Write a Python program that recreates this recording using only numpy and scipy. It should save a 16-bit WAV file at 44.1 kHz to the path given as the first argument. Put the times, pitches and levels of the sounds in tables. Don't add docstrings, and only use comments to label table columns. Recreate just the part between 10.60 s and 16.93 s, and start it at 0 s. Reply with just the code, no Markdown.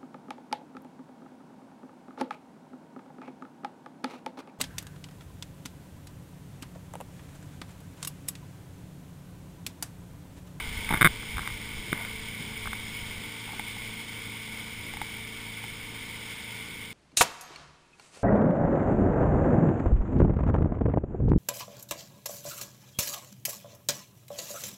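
import sys
import numpy as np
from scipy import signal
from scipy.fft import rfft, irfft
from scipy.io import wavfile
from scipy.ndimage import uniform_filter1d

SR = 44100
rng = np.random.default_rng(int(sys.argv[2]) if len(sys.argv) > 2 else 0)


def persist_wave(psi):
    counts = np.round(np.clip(psi, -1, 1) * 32767).astype(np.int16)
    wavfile.write(sys.argv[1], SR, np.atleast_2d(counts).T)


def boost_factor(decibels):
    exponent = np.asarray(decibels, float) / 20
    return 10 ** exponent


N = 279153

# t/s, level/dB
BREEZE = [(0, -48), (1.0, -48), (1.5, -51), (2.6, -51), (3.2, -54), (4.0, -56.5), (5.0, -53.5), (6.33, -57)]
# t/s, peak level/dB, width/s
GUSTS = [(.08, -38, .05), (.19, -37, .03), (.32, -38, 0.044), (.46, -37, 0.031), (.77, -36, 0.034),
         (.93, -38.5, 0.027), (1.18, -41, 0.028), (1.33, -39, 0.018), (1.65, -48, .06), (2.06, -44, 0.027),
         (2.24, -43, 0.017), (2.45, -44, 0.046), (2.58, -40.5, 0.019), (3.95, -52, .05), (4.18, -50, 0.033),
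         (4.36, -50, .06), (5.1, -54, .04)]
# t/s, peak level/dB, width/s
HULL_SWELLS = [(.08, -53, 0.051), (.41, -49, 0.044), (1.18, -40.5, .04), (1.32, -41, .04),
               (1.88, -41, 0.068), (2.08, -50, 0.039), (2.6, -47, 0.065), (4.3, -48, .08),
               (5.06, -47, 0.023), (5.33, -48, 0.034)]

# t/s, shell level/dB, thud level/dB, lid level/dB, latch level/dB
SLIPS = [(0.2906, -24, -47, -45, -35), (0.3068, -24, -25.5, -27, -36), (0.3111, -25, -23.5, -26, -31),
         (0.3255, -23, -22.5, -30, -27), (0.3365, -24, -37, -39, -32), (0.3387, -23.5, -27, -27, -21.5),
         (0.3429, -20, -22, -33, -25), (0.3521, -29, -35, -52, -40), (0.362, -30, -50, -54, -27),
         (0.3732, -26, -32, -52, -33), (0.4094, -37, -40, -34, -29), (0.4442, -48, -34, -45, -38)]
# t/s, level/dB
CREAKS = [
    (0.4113, -1.4),
    (0.4181, 0.5),
    (0.4268, 0.1),
    (0.4458, 2.8),
    (0.452, 1.0),
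    (0.4575, 0.5),
    (0.4633, -0.2),
    (0.4716, -1.2),
    (1.3289, -7.5),
]
# t/s, level/dB, f/Hz, t60/s
PALM_BUMP = (1.3286, -1, 230, .005)
# t/s, latch level/dB, shell level/dB
LATCH_TICKS = [(0.0032, -31, -30.5), (0.6304, -36, -41), (0.7698, -32.5, -30), (0.7818, -24, -29),
               (0.7925, -24.5, -33), (0.809, -44, -35), (0.8318, -36, -48), (0.8567, -39, -33),
               (0.8748, -26.5, -22.5), (0.9024, -36, -43), (1.4493, -37, -30), (2.0572, -30, -42),
               (2.0737, -26.5, -33), (2.1311, -26.5, -28.5)]
# t/s, lid level/dB, shell level/dB
LID_TICKS = [(2.878, -42, -48), (2.8914, -40, -54), (2.9051, -43, -49), (2.9334, -37.5, -53),
             (2.9954, -32.5, -25.5), (3.1666, -41, -40), (4.3372, -38, -30.5), (4.37, -38.5, -29.5),
             (4.4155, -28.5, -25), (5.0394, -39.5, -33)]
LATCH_TICK_PARTS = (-12, -17.5, 0.5)
LID_TICK_PARTS = (-4.5, 0, -3.5)

# f/Hz, level/dB, t60/s
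SHELL_MODES = [(2155, 2, .0105), (3600, -6, .0085), (4650, -24, .008), (5200, -27, .009), (3000, -11, .007)]
# f/Hz, level/dB, t60/s
WALL_MODES = [(170, -16, .030), (305, -4, .008), (640, 5, .003)]
# f/Hz, level/dB, t60/s
LID_MODES = [(851, 0, 0.016)]
# f/Hz, level/dB, t60/s
LATCH_MODES = [(1120, -2, .008), (1545, 3, .0075)]
LATCH_OUT_MODES = [(1120, 5, 0.0055), (1590, -5, 0.01)]

# t/s, level/dB
SPRAY = [(0.0, -37.5), (0.33, -38), (0.53, -39.5), (1.87, -39.5), (2.26, -38.5), (2.59, -39.5),
         (3.33, -39.5), (3.42, -39.5), (5.46, -40.5), (5.68, -39), (6.33, -41.5)]
# f/Hz, spectral level/dB
HISS = [(100, -24), (300, -25.5), (600, -20.5), (1200, -20), (1800, -33.5), (2700, -14.5), (4100, -24.5),
        (5000, -17.5), (5600, -23), (6000, -28.5)]
# f/Hz, bandwidth/Hz, level/dB
CASE = [(928, 91, -10.5), (1108, 86, -15.5), (1492, 190, -12), (1745, 66, -12), (2200, 275, 0),
        (3055, 270, -11), (3378, 820, -9.5), (5190, 110, -15.5)]
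# t/s, length/s, lift/dB
STROKES = [
    (0.284, .09, 9),
    (.77, 0.1, 2.5),
    (1.322, .14, 7),
    (2.856, 0.072, 0.5),
]

# t/s, firing rate f/Hz, level/dB
ENGINE = [(0, 217.5, -47), (1.3, 218.4, -46.5), (2.6, 219, -47), (3.8, 220, -47.5), (5.1, 220.6, -47.5),
          (6.33, 221.8, -48)]
# multiple of the two-turn cycle, level/dB
ORDERS = [(2, -20), (3, -14), (4, -1), (5, -16), (6, -9), (7, -10.5), (8, -2.5), (9, -11.5), (10, -14),
          (11, -11.5), (12, -21), (13, -27), (14, -19), (15, -24), (16, -9.5), (17, -14.5), (18, -19.5),
          (19, -22.5), (33, -23), (44, -18)]


def read(points, hz):
    f, value = np.transpose(points)
    return np.interp(np.log(hz + 1), np.log(f + 1), value)


def follow(rows, t):
    s, *columns = np.transpose(rows)
    return [np.interp(t, s, c) for c in columns]


def evened(x):
    return x / np.sqrt(np.mean(x ** 2) + 1e-20)


def drift(rate_hz, count):
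    knots = rng.standard_normal((count, 1000))
    at = np.arange(N) / SR * rate_hz
    return np.array([evened(np.interp(at, np.arange(1000), k)) for k in knots])


def noise(gain, patch_db, flicker_db, size=512):
    frames = 4 * N // size + 5
    hz = np.fft.rfftfreq(size, 1 / SR)
    real, imaginary, patches = rng.standard_normal((frames, len(hz), 3)).T
    patches = uniform_filter1d(patches, size=6, axis=0)
    patches = evened(uniform_filter1d(patches, size=12, axis=1))
    flicker = evened(uniform_filter1d(rng.standard_normal(frames), size=4))
    spectra = (real + 1j * imaginary) * gain(hz)[:, None]
    spectra = spectra * boost_factor(patch_db * patches + flicker_db * flicker)
    return signal.istft(spectra, nperseg=size, noverlap=3 * size // 4)[1][:N]


def swells(rows, t):
    return sum(boost_factor(2 * db) * np.exp(-((t - s) / width) ** 2) for s, db, width in rows)


def lump_gain(hz):
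    return hz ** 2 / (hz ** 2 + 90.) / (1 + (hz / 85.) ** 3)


def roar_gain(hz):
    return 1 / (1 + (68.0 / (hz + 1)) ** 4) / (1 + (hz / 330.0) ** 3)


def wind(t):
    (breeze_db,) = follow(BREEZE, t)
    lumps = noise(lump_gain, patch_db=1.0, flicker_db=1.0, size=2048)
    roar = noise(roar_gain, patch_db=-1.0, flicker_db=2.5, size=2048)
    flutter = boost_factor(2.0 * drift(10.0, count=1)[0])
    pressure = np.sqrt((boost_factor(breeze_db) * flutter) ** 2 + swells(GUSTS, t))
    roar_db = -49 + 0.24 * (breeze_db + 53.5)
    hull = np.sqrt(boost_factor(2 * roar_db) + swells(HULL_SWELLS, t))
    return pressure * evened(lumps) + boost_factor(-5.0) * hull * evened(roar)


def ring(modes, turn=-1):
    t = np.arange(2000) / SR
    waves = 0
    for k, (hz, db, t60) in enumerate(modes):
        waves = waves + turn ** k * boost_factor(db - 60 * t / t60) * np.sin(2 * np.pi * hz * t)
    return (1 - np.exp(-t / .002)) * waves


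def tick_blows():
    blows = []
    for rows, parts_db in (LATCH_TICKS, LATCH_TICK_PARTS), (LID_TICKS, LID_TICK_PARTS):
        for s, db, shell_db in rows:
            blows.append((s, shell_db, *np.add(db, parts_db)))
    return blows


def mount():
    out = np.zeros(N + 4000)
    creak = ring(SHELL_MODES) + ring(WALL_MODES, turn=1) + ring(LATCH_MODES)
    for s, db in CREAKS:
        out[int(s * SR):][:2000] -= boost_factor(db) * creak
    s, db, hz, t60 = PALM_BUMP
    out[int(s * SR):][:2000] -= ring([(hz, db, t60)])
    part_gain_db = (12.5, 20.6, 14.3, 13.1)
    for rows, way, latch in (SLIPS, -1, LATCH_MODES), (tick_blows(), 1, LATCH_OUT_MODES):
        parts = np.array([ring(SHELL_MODES), ring(WALL_MODES, turn=1), ring(LID_MODES), ring(latch)])
        for s, *blows_db in rows:
            out[int(s * SR):][:2000] += way * boost_factor(np.add(blows_db, part_gain_db)) @ parts
    return out[:N]


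def through_case(hz):
    power = boost_factor(2 * read(HISS, hz))
    for centre_hz, width_hz, db in CASE:
        detuning = 2 * (hz - centre_hz) / width_hz
        power = power + boost_factor(2 * db) / (1 + detuning ** 2) ** 2
    return np.sqrt(power)


def strokes(t):
    rise_s, fall_s = 0.023, 0.044
    lift_db = 2. * np.exp(-t / 0.54) - 0.4
    for s, length, db in STROKES:
        rise = (t - s) / rise_s
        fall = 1 - (t - s - length) / fall_s
        lift_db = lift_db + db * np.clip(np.minimum(rise, fall), 0, 1)
    return lift_db


def spray(t, cycles):
    (level_db,) = follow(SPRAY, t)
    hiss = evened(noise(through_case, patch_db=0.57, flicker_db=0.5, size=1024))
    low = signal.sosfiltfilt(signal.butter(4, 1850, fs=SR, output="sos"), hiss)
    throb = 1 + 0.067 * np.cos(2 * np.pi * 4 * cycles)
    return boost_factor(level_db) * throb * (hiss + (boost_factor(strokes(t)) - 1) * low)


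def engine(t):
    firing_hz, level_db = follow(ENGINE, t)
    cycles = np.cumsum(firing_hz / 8) / SR
    waver = drift(11., count=len(ORDERS))
    slip = drift(5., count=len(ORDERS))
    start = rng.random(len(ORDERS))
    hum = np.zeros(N)
    for (k, db), w, s, p in zip(ORDERS, waver, slip, start):
        phase = 2 * np.pi * (np.round(k) * cycles + p) + 0.55 * s
        hum += boost_factor(db + 1.66 * w) * np.cos(phase)
    return boost_factor(level_db) * hum, cycles


def scene():
    t = np.arange(N) / SR
    hum, cycles = engine(t)
    return (wind(t) + mount() + spray(t, cycles) + hum)[None]


def top_cut(x):
    return signal.sosfilt(signal.butter(12, 16650, fs=SR, output="sos"), x)


def record(dry):
    hold_hz, step_hz, edge_hz = 12000, 48000, 15330
    mirrored = np.concatenate([dry, dry[:, ::-1]], axis=1)
    hz = np.fft.rfftfreq(2 * N, 1 / SR)
    base = irfft(rfft(mirrored) * (hz < hold_hz / 2), 2 * N)
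    sampled = base * (1 + 2 * np.cos(2 * np.pi * hold_hz * np.arange(2 * N) / SR))
    hold = np.sinc(hz / hold_hz) / np.sinc(hz / step_hz)
    hold *= np.clip((edge_hz + 60 - hz) / 120, 0, 1) ** 3
    mix = irfft(rfft(sampled) * hold, 2 * N)[:, :N]
    return top_cut(mix)


dry = scene()
out = record(dry)
persist_wave(out)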